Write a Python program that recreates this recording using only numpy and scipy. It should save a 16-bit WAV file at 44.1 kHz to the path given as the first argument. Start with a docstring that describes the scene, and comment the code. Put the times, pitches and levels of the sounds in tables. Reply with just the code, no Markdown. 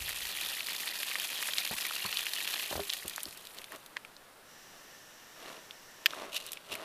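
"""Emptying a jug outdoors

Water runs from an upturned plastic jug over a cupped hand and spatters on a table and the ground.
The jug gulps air, runs dry and is set down among the last drips. A camera's zoom motor whirs;
shoes scuff the dirt, with one sharp snap and a few small clicks."""
import sys
import numpy as np
from scipy import signal
from scipy.fft import rfft, irfft, next_fast_len
from scipy.io import wavfile
from scipy.ndimage import map_coordinates

SR = 44100
rng = np.random.default_rng(int(sys.argv[2]) if len(sys.argv) > 2 else 0)


def put_to_file(sound):
    """Save the sound as 16-bit audio at rate SR, in the file named by the first command-line argument."""
    columns = np.atleast_2d(sound).T  # one column per channel
    safe = np.clip(columns, -1, 1)
    whole_steps = np.round(safe * 32767)
    wavfile.write(sys.argv[1], SR, whole_steps.astype(np.int16))


N = 301657
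TOP_HZ = 15180
STOP_S = 3.8  # the last trickle gives out


def amp(db):
    """Decibels to gain."""
    return 10 ** (np.asarray(db) / 20)


def unit(x):
    """Scale to rms 1."""
    return x / np.sqrt(np.mean(x ** 2) + 1e-20)


def wobble(per_s):
    """Smooth random curve through per_s knots a second."""
    knots = rng.standard_normal(int(N * per_s / SR) + 4)
    return map_coordinates(knots, [np.arange(N) * per_s / SR])


def swell(at_s, half_s):
    """Bell-shaped envelope around at_s."""
    return 1 / np.cosh(np.minimum(np.abs(np.arange(N) / SR - at_s) / half_s, 20))


def filtered(x, response):
    """Apply a frequency response, a function of f/Hz."""
    m = next_fast_len(N + SR // 2)
    return irfft(rfft(x, m) * response(np.fft.rfftfreq(m, 1 / SR)), m)[..., :N]


def coloured(x, points):
    """Minimum-phase filter through (f/Hz, level/dB) points."""
    hz, db = np.transpose(points)
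    m = 2 * next_fast_len(N)
    gain = amp(np.interp(np.log(np.fft.rfftfreq(m, 1 / SR) + 1), np.log(hz), db))
    cepstrum = irfft(np.log(np.maximum(gain, 1e-6)))[:m // 2]
    cepstrum[1:] *= 2
    return irfft(rfft(x, m) * np.exp(rfft(cepstrum, m)))[:N]


def band(x, lo_hz, hi_hz):
    """Causal band-pass."""
    return signal.sosfilt(signal.butter(2, [lo_hz, hi_hz], "band", fs=SR, output="sos"), x)


def add(track, at_s, sound):
    """Mix a sound in at at_s."""
    part = track[max(round(at_s * SR), 0):][:len(sound)]
    part += sound[:len(part)]


def impacts(per_s, spread_db):
    """Random impulses of scattered size and sign."""
    size = amp(spread_db * np.clip(rng.standard_normal(N), -2, 2)) * rng.choice([-1, 1], N)
    return size * (rng.random(N) < per_s / SR)


def bursts(per_s, spread_db, decay_s):
    """Envelope of random hits, each dying away."""
    t = np.arange(SR // 20) / SR
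    return unit(signal.fftconvolve(np.abs(impacts(per_s, spread_db)), np.exp(-t / decay_s))[:N])


def tick(hz, treble_db, cycles, tail_db, tail_t60_s):
    """One contact: brief ring, scattered tail and crack, with the energy of 3 ms at rms 1."""
    t = np.arange(SR // 20) / SR
    norm = lambda x: x / np.linalg.norm(x)
    ring = norm(np.sin(2 * np.pi * hz * t) * amp(-60 * t * hz / cycles) * (1 - np.exp(-t * hz)) ** 2)
    tail_decay = amp(-60 * t / tail_t60_s)
    tail = norm(band(rng.standard_normal(len(t)) * tail_decay, hz * 0.49, hz * 1.6))
    crack_decay = amp(-60 * t / 0.0022) + 0.87 * tail_decay
    crack = norm(band(rng.standard_normal(len(t)) * crack_decay, 6100, 15600))
    return norm(ring + amp(tail_db) * tail + amp(treble_db) * crack) * np.sqrt(0.003 * SR)


def outdoors():
    """Steady open air, and a dying puff of wind on the microphone."""
    # air spectrum: f/Hz, level/dB
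    air_spectrum = [(20, 2.5), (60, -10), (120, -2), (280, 0), (540, 2), (1000, 1), (1550, 0.5),
                    (2400, -5.5), (4000, -7), (6700, -13), (9500, -11), (15500, -15)]
    air = amp(-56.28 + 0.24 * wobble(per_s=5)) * unit(coloured(rng.standard_normal(N), air_spectrum))
    t = np.arange(N) / SR
    wind_db = -53 - 47 * t + 2.5 * wobble(per_s=16)
    return air + amp(wind_db) * unit(band(rng.standard_normal(N), 24, 122))


def zoom():
    """Lens gears whir through the resonances of the camera body."""
    # body resonances: f/Hz, width/Hz, level/dB
    modes = [(1790, 114, 2), (2900, 300, -4), (3690, 590, -9), (5700, 720, -4), (7700, 800, -11),
             (12200, 1900, -14.5)]
    on_s, off_s, ramp_s = 4.42, 6.33, 0.1
    body = lambda f: sum((-1) ** k * amp(db) * 1j * f * width / (hz * hz - f * f + 1j * f * width)
                         for k, (hz, width, db) in enumerate(modes))
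    t = np.arange(N) / SR
    running = np.clip(np.minimum(t - on_s, off_s - t) / ramp_s, 0, 1)
    return amp(-57.5) * running * unit(filtered(rng.standard_normal(N), body))


def steps():
    """Soles crunch dull dirt and drag over bright grit; a heel lands."""
    # dirt spectrum: f/Hz, level/dB
    dirt_spectrum = [(53, -89), (90, -22), (405, -4), (481, -6.5), (642, 1), (779, -9), (1120, -4),
                     (1590, -12), (2000, -10), (9000, -33), (11700, -30), (19800, -120)]
    # grit spectrum: f/Hz, level/dB
    grit_spectrum = [(530, -36), (900, -27), (2250, -10), (2820, 2), (3110, -3), (3800, -2), (5060, -12),
                     (5440, -9), (6730, -13), (12200, -14), (15500, -27)]
    # shoe scuffs: t/s, half length/s, dirt level/dB, grit level/dB
    scuffs = [(3.585, .018, -52.5, -53), (3.738, .02, -47.5, -57), (5.49, 0.059, -47.5, -51.5),
              (6.143, 0.044, -51, -52), (6.231, 0.033, -45, -67), (6.361, .0105, -51, -31.5),
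              (6.434, 0.094, -57, -50), (6.729, 0.016, -46.5, -43.5), (6.826, 0.048, -47, -53.5)]
    # heel strike: t/s, level/dB, half length/s
    heel = [(6.726, -51, 0.014)]
    dirt = unit(coloured(impacts(per_s=900, spread_db=2.5), dirt_spectrum))
    slips = bursts(per_s=350, spread_db=2, decay_s=0.0015) + 0.5
    grit = unit(coloured(impacts(per_s=9000, spread_db=2) * slips, grit_spectrum))
    thud = unit(band(rng.standard_normal(N), 68, 450))
    soles = sum(swell(at_s, half_s) * (amp(dirt_db) * dirt + amp(grit_db) * grit)
                for at_s, half_s, dirt_db, grit_db in scuffs)
    return soles + sum(amp(db) * swell(at_s, half_s) * thud for at_s, db, half_s in heel)


def clicks():
    """The empty jug knocks against other jugs; later, small dry handling clicks."""
    # contacts: t/s, relative level/dB, f/Hz, relative treble/dB
    contacts = [(3.964, -36, 1750, -30), (3.968, -20.5, 1950, -31), (4.049, -32.5, 2360, -23),
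                (4.166, -38.5, 4260, -30), (5.709, -30.5, 3370, -26), (6.107, -29, 3530, -26),
                (6.134, -25.5, 1210, -30), (6.465, -29.5, 4430, -2), (6.519, -26, 3630, 4),
                (6.532, -25.5, 3370, -4), (6.572, -30.5, 2480, -29), (6.753, -25, 2380, -9)]
    out = np.zeros(N)
    for at_s, db, hz, treble_db in contacts:
        add(out, at_s, amp(db - 8.5) * tick(hz, treble_db + 7, cycles=8, tail_db=-4, tail_t60_s=0.024))
    return out


def snap():
    """Something hard snaps close by and rebounds; the surroundings answer faintly."""
    # snap and two rebounds: t/s, level/dB
    hits = [(6.0597, -3), (6.0635, -6.5), (6.067, -35)]
    # ringing modes: f/Hz, level/dB, t60/s
    modes = [(1790, -7, 0.012), (2670, 0, 0.0027), (3070, -15, .010), (4420, -11.5, 0.0065),
             (6950, -23, 0.0037), (12600, -8, 0.0017)]
    out, t = np.zeros(N), np.arange(SR // 8) / SR
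    ring = sum(amp(db - 60 * t / t60_s) * np.sin(2 * np.pi * hz * t) for hz, db, t60_s in modes)
    for at_s, db in hits:
        echo = band(rng.standard_normal(len(t)), 1600, 4500) * amp(-9 - 60 * t / 0.021)
        crack = rng.standard_normal(len(t)) * amp(-25 - 60 * t / 0.0073)
        add(out, at_s, amp(db) * (ring + echo + crack))
    return band(band(out, 1600, 18000), 1700, 18000)  # too small to radiate bass


def gulps():
    """Air bursts up the neck and water flops back; as the jug runs dry one big bubble rings."""
    # air bursts: t/s, relative level/dB, f/Hz, relative thump/dB, relative flop/dB
    air_bursts = [(1.71, -28, 750, -9, -5.5), (2.049, -30.5, 1120, -5, -12), (2.71, -28.5, 647, -20, 4),
                  (2.754, -27, 623, -7, -10), (2.778, -28, 590, -13, 4), (3.049, -34.5, 345, -9.5, -8),
                  (3.26, -38.5, 335, -10.5, -4)]
    # hollow jug response: f/Hz, level/dB
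    cavity = [(25, -44), (50, -5), (87, -0.5), (140, -9.5), (210, -3), (290, -13), (640, -16.5),
              (1200, -10.5), (2400, -33), (4000, -75)]
    # bubble as the neck clears: t/s, level/dB, f/Hz, t60/s
    last_bubble = [(2.790, -28, 402, 0.14)]
    flop_delay_s = 0.0165
    thuds, out, t = np.zeros(N), np.zeros(N), np.arange(SR // 4) / SR
    for start_s, gulp_db, hz, thump_db, flop_db in air_bursts:
        for at_s, db in [(start_s, gulp_db), (start_s + flop_delay_s, gulp_db + flop_db)]:
            thud = rng.standard_normal(len(t)) * amp(-60 * t / 0.073)
            add(thuds, at_s, amp(db + thump_db - 1.5) * thud)
            add(out, at_s, amp(db - 6.5) * tick(hz, treble_db=-29, cycles=8, tail_db=2, tail_t60_s=0.045))
    hollow = unit(coloured(thuds, cavity)) * np.std(thuds)
    for at_s, db, hz, t60_s in last_bubble:
        envelope = amp(db - 60 * t / t60_s) * (1 - np.exp(-t / 0.007))
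        add(out, at_s, envelope * np.sin(2 * np.pi * hz * t))
    return out + hollow


def plinks():
    """Drops trap bubbles that ring briefly."""
    # bubbles: t/s, level/dB, f/Hz
    bubbles = [(1.961, -27.5, 2790), (2.021, -28.5, 2800), (2.06, -27.5, 4360)]
    t60_s = 0.044
    out, t = np.zeros(N), np.arange(SR // 10) / SR
    for at_s, db, hz in bubbles:
        envelope = amp(db - 60 * t / t60_s) * (1 - np.exp(-t * hz / 2))
        add(out, at_s, envelope * np.sin(2 * np.pi * hz * t))
    return out


def flow_db():
    """Stream level re full flow: hits harder as the jug lifts, holds, drains, stops."""
    lift_s, drain_s = 0.99, 2.62
    t = np.arange(N) / SR
    lift_db = -1.5 * np.maximum(1 - t / lift_s, 0)
    return lift_db - 20.5 * np.maximum(t - drain_s, 0) - 20 * np.maximum(t - STOP_S, 0)


def stray_drops():
    """Rows for slaps(): lesser drops at uneven intervals, softer and crisper as the stream thins."""
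    count, per_s = 120, 17
    jitter, size, pitch, treble = np.clip(rng.standard_normal((count, 4)), -2, 2).T
    at_s = (np.arange(count) + jitter / 2 + 1) / per_s
    stream_db = np.interp(at_s, np.arange(N) / SR, flow_db())
    db = -25 + 0.5 * stream_db + 2 * size
    hz = 3230 * np.exp(0.22 * pitch)
    treble_db = -10.5 - 0.17 * stream_db + 5 * treble
    return list(np.transpose([at_s, db, hz, treble_db])[at_s < STOP_S + 0.1])


def slaps():
    """Fat drops hit the table and the plastic jugs."""
    # fattest drops: t/s, relative level/dB, f/Hz, relative treble/dB
    fat_drops = [(0.0927, -20, 2170, -1.5), (.4617, -20, 3400, -14), (.606, -19, 2700, -26.5),
                 (0.8737, -21, 2400, -14), (1.031, -18.5, 2660, -10), (1.1135, -20.5, 2630, -25),
                 (1.1552, -15.5, 1900, -23), (1.1987, -19, 3100, -5), (1.4263, -18.5, 1890, -5),
                 (1.487, -21, 1880, -19), (1.5351, -18, 3200, -23), (1.5831, -12, 3790, -36),
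                 (1.785, -20.5, 2660, -30), (1.8513, -18, 2300, -30), (1.9088, -22.5, 1250, -19),
                 (2.127, -17.5, 2900, -34), (2.1713, -14, 3330, -34), (2.192, -17.5, 2910, -22),
                 (2.2668, -18, 2790, -30), (2.335, -19, 4100, -9), (2.4755, -20, 3200, -14),
                 (2.8964, -20, 3360, -20), (2.9012, -15.5, 3930, -32), (2.928, -21, 3430, -28),
                 (2.9352, -17, 3900, -5), (3.08, -20, 3400, 6.5), (3.097, -24, 3760, -3),
                 (3.1612, -22.5, 4290, 2), (3.18, -21.5, 1700, -22), (3.2321, -20, 4480, 14),
                 (3.2552, -27, 4700, -16), (3.586, -27.5, 4000, -10), (3.6428, -29, 3470, -10),
                 (3.7207, -28.5, 1770, -7)]
    out = np.zeros(N)
    for at_s, db, hz, treble_db in fat_drops + stray_drops():
        add(out, at_s, amp(db - 11) * tick(hz, treble_db + 5, cycles=9, tail_db=-3, tail_t60_s=0.022))
    return out


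def patter(per_s, centre_hz, log_spread, cycles, spread_db):
    """A rain of drops, each a damped ring rising slightly in pitch."""
    t = np.arange(SR // 40) / SR
    count = int(per_s * N / SR)
    when, pitch, size = rng.standard_normal((4000, 3))[:count].T
    start = (when * N).astype(int) % N
    hz = np.minimum(centre_hz * np.exp(log_spread * np.clip(pitch, -2, 2)), TOP_HZ)[:, None]
    gain = amp(spread_db * np.clip(size, -2, 2))[:, None]
    age = np.minimum(t * hz / cycles, 2)  # in units of t60
    envelope = amp(-60 * age) * (1 - np.exp(-t * hz / 2))
    rings = gain * envelope * np.sin(2 * np.pi * hz * t * (1 + 0.04 * age))
    samples = start[:, None] + np.arange(len(t))
    return unit(np.bincount(samples.ravel(), rings.ravel(), N)[:N])


def pour():
    """The stream breaks into blobs that burst into droplets; bigger drops ring, some trap bubbles."""
    # splash spectrum: f/Hz, level/dB
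    splash_spectrum = [(82, -41), (140, -21.5), (203, -16.5), (519, -13), (631, -10.5), (1580, -8),
                       (1890, 0), (2210, -13), (2390, 0), (2790, -3), (4290, 0), (5640, -6), (8680, -11),
                       (11600, -8), (15000, -14)]
    stream_db = flow_db()
    level_db = stream_db + 0.9 * wobble(per_s=13)  # wanders on and off the table
    # a thinner stream: fewer blobs, a larger share of spray
    blob_share = np.clip(amp(0.45 * stream_db), 0.25, 1)
    spray_db = level_db - 0.25 * np.maximum(stream_db, -14)
    blobs = bursts(per_s=220 * blob_share, spread_db=3, decay_s=0.0018)

    def splash(flutter):
        droplets = unit(impacts(per_s=12000, spread_db=3))
        return coloured(droplets * (blobs + flutter + 0.7), splash_spectrum)

    highpass = lambda hz: 1 / (1 + (5200 / (hz + 1)) ** 8)
    coarse = splash(0.9 * bursts(per_s=110, spread_db=2.5, decay_s=0.005))
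    body = unit(filtered(coarse, lambda hz: 1 - highpass(hz)))
    fine = splash(2.5 * bursts(per_s=800, spread_db=0.5, decay_s=0.0025))
    spray = unit(filtered(fine, highpass))
    drops = patter(per_s=420, centre_hz=3050, log_spread=0.23, cycles=12, spread_db=6)
    bubbles = patter(per_s=80, centre_hz=3300, log_spread=0.18, cycles=55, spread_db=4.5)
    plips = patter(per_s=77, centre_hz=1275, log_spread=0.435, cycles=23, spread_db=5.5)
    mist = patter(per_s=360, centre_hz=11250, log_spread=0.11, cycles=11, spread_db=6.5)
    spatter = body + amp(-1.5) * drops + amp(-8.5) * bubbles + amp(-19) * plips
    return amp(level_db - 43.5) * spatter + amp(spray_db - 43.84) * (spray + amp(-5.5) * mist)


def scene():
    """All sources reach both channels alike."""
    water = band(pour() + slaps() + plinks(), 150, 20000)  # small drops radiate no bass
    mono = water + gulps() + clicks() + snap() + steps() + zoom() + outdoors()
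    return np.array([mono, mono])


def record(dry):
    """The camera's band limit: a steep low-pass."""
    return filtered(dry, lambda hz: 1 / (1 + (hz / TOP_HZ) ** 260))


dry = scene()
out = record(dry)
put_to_file(out)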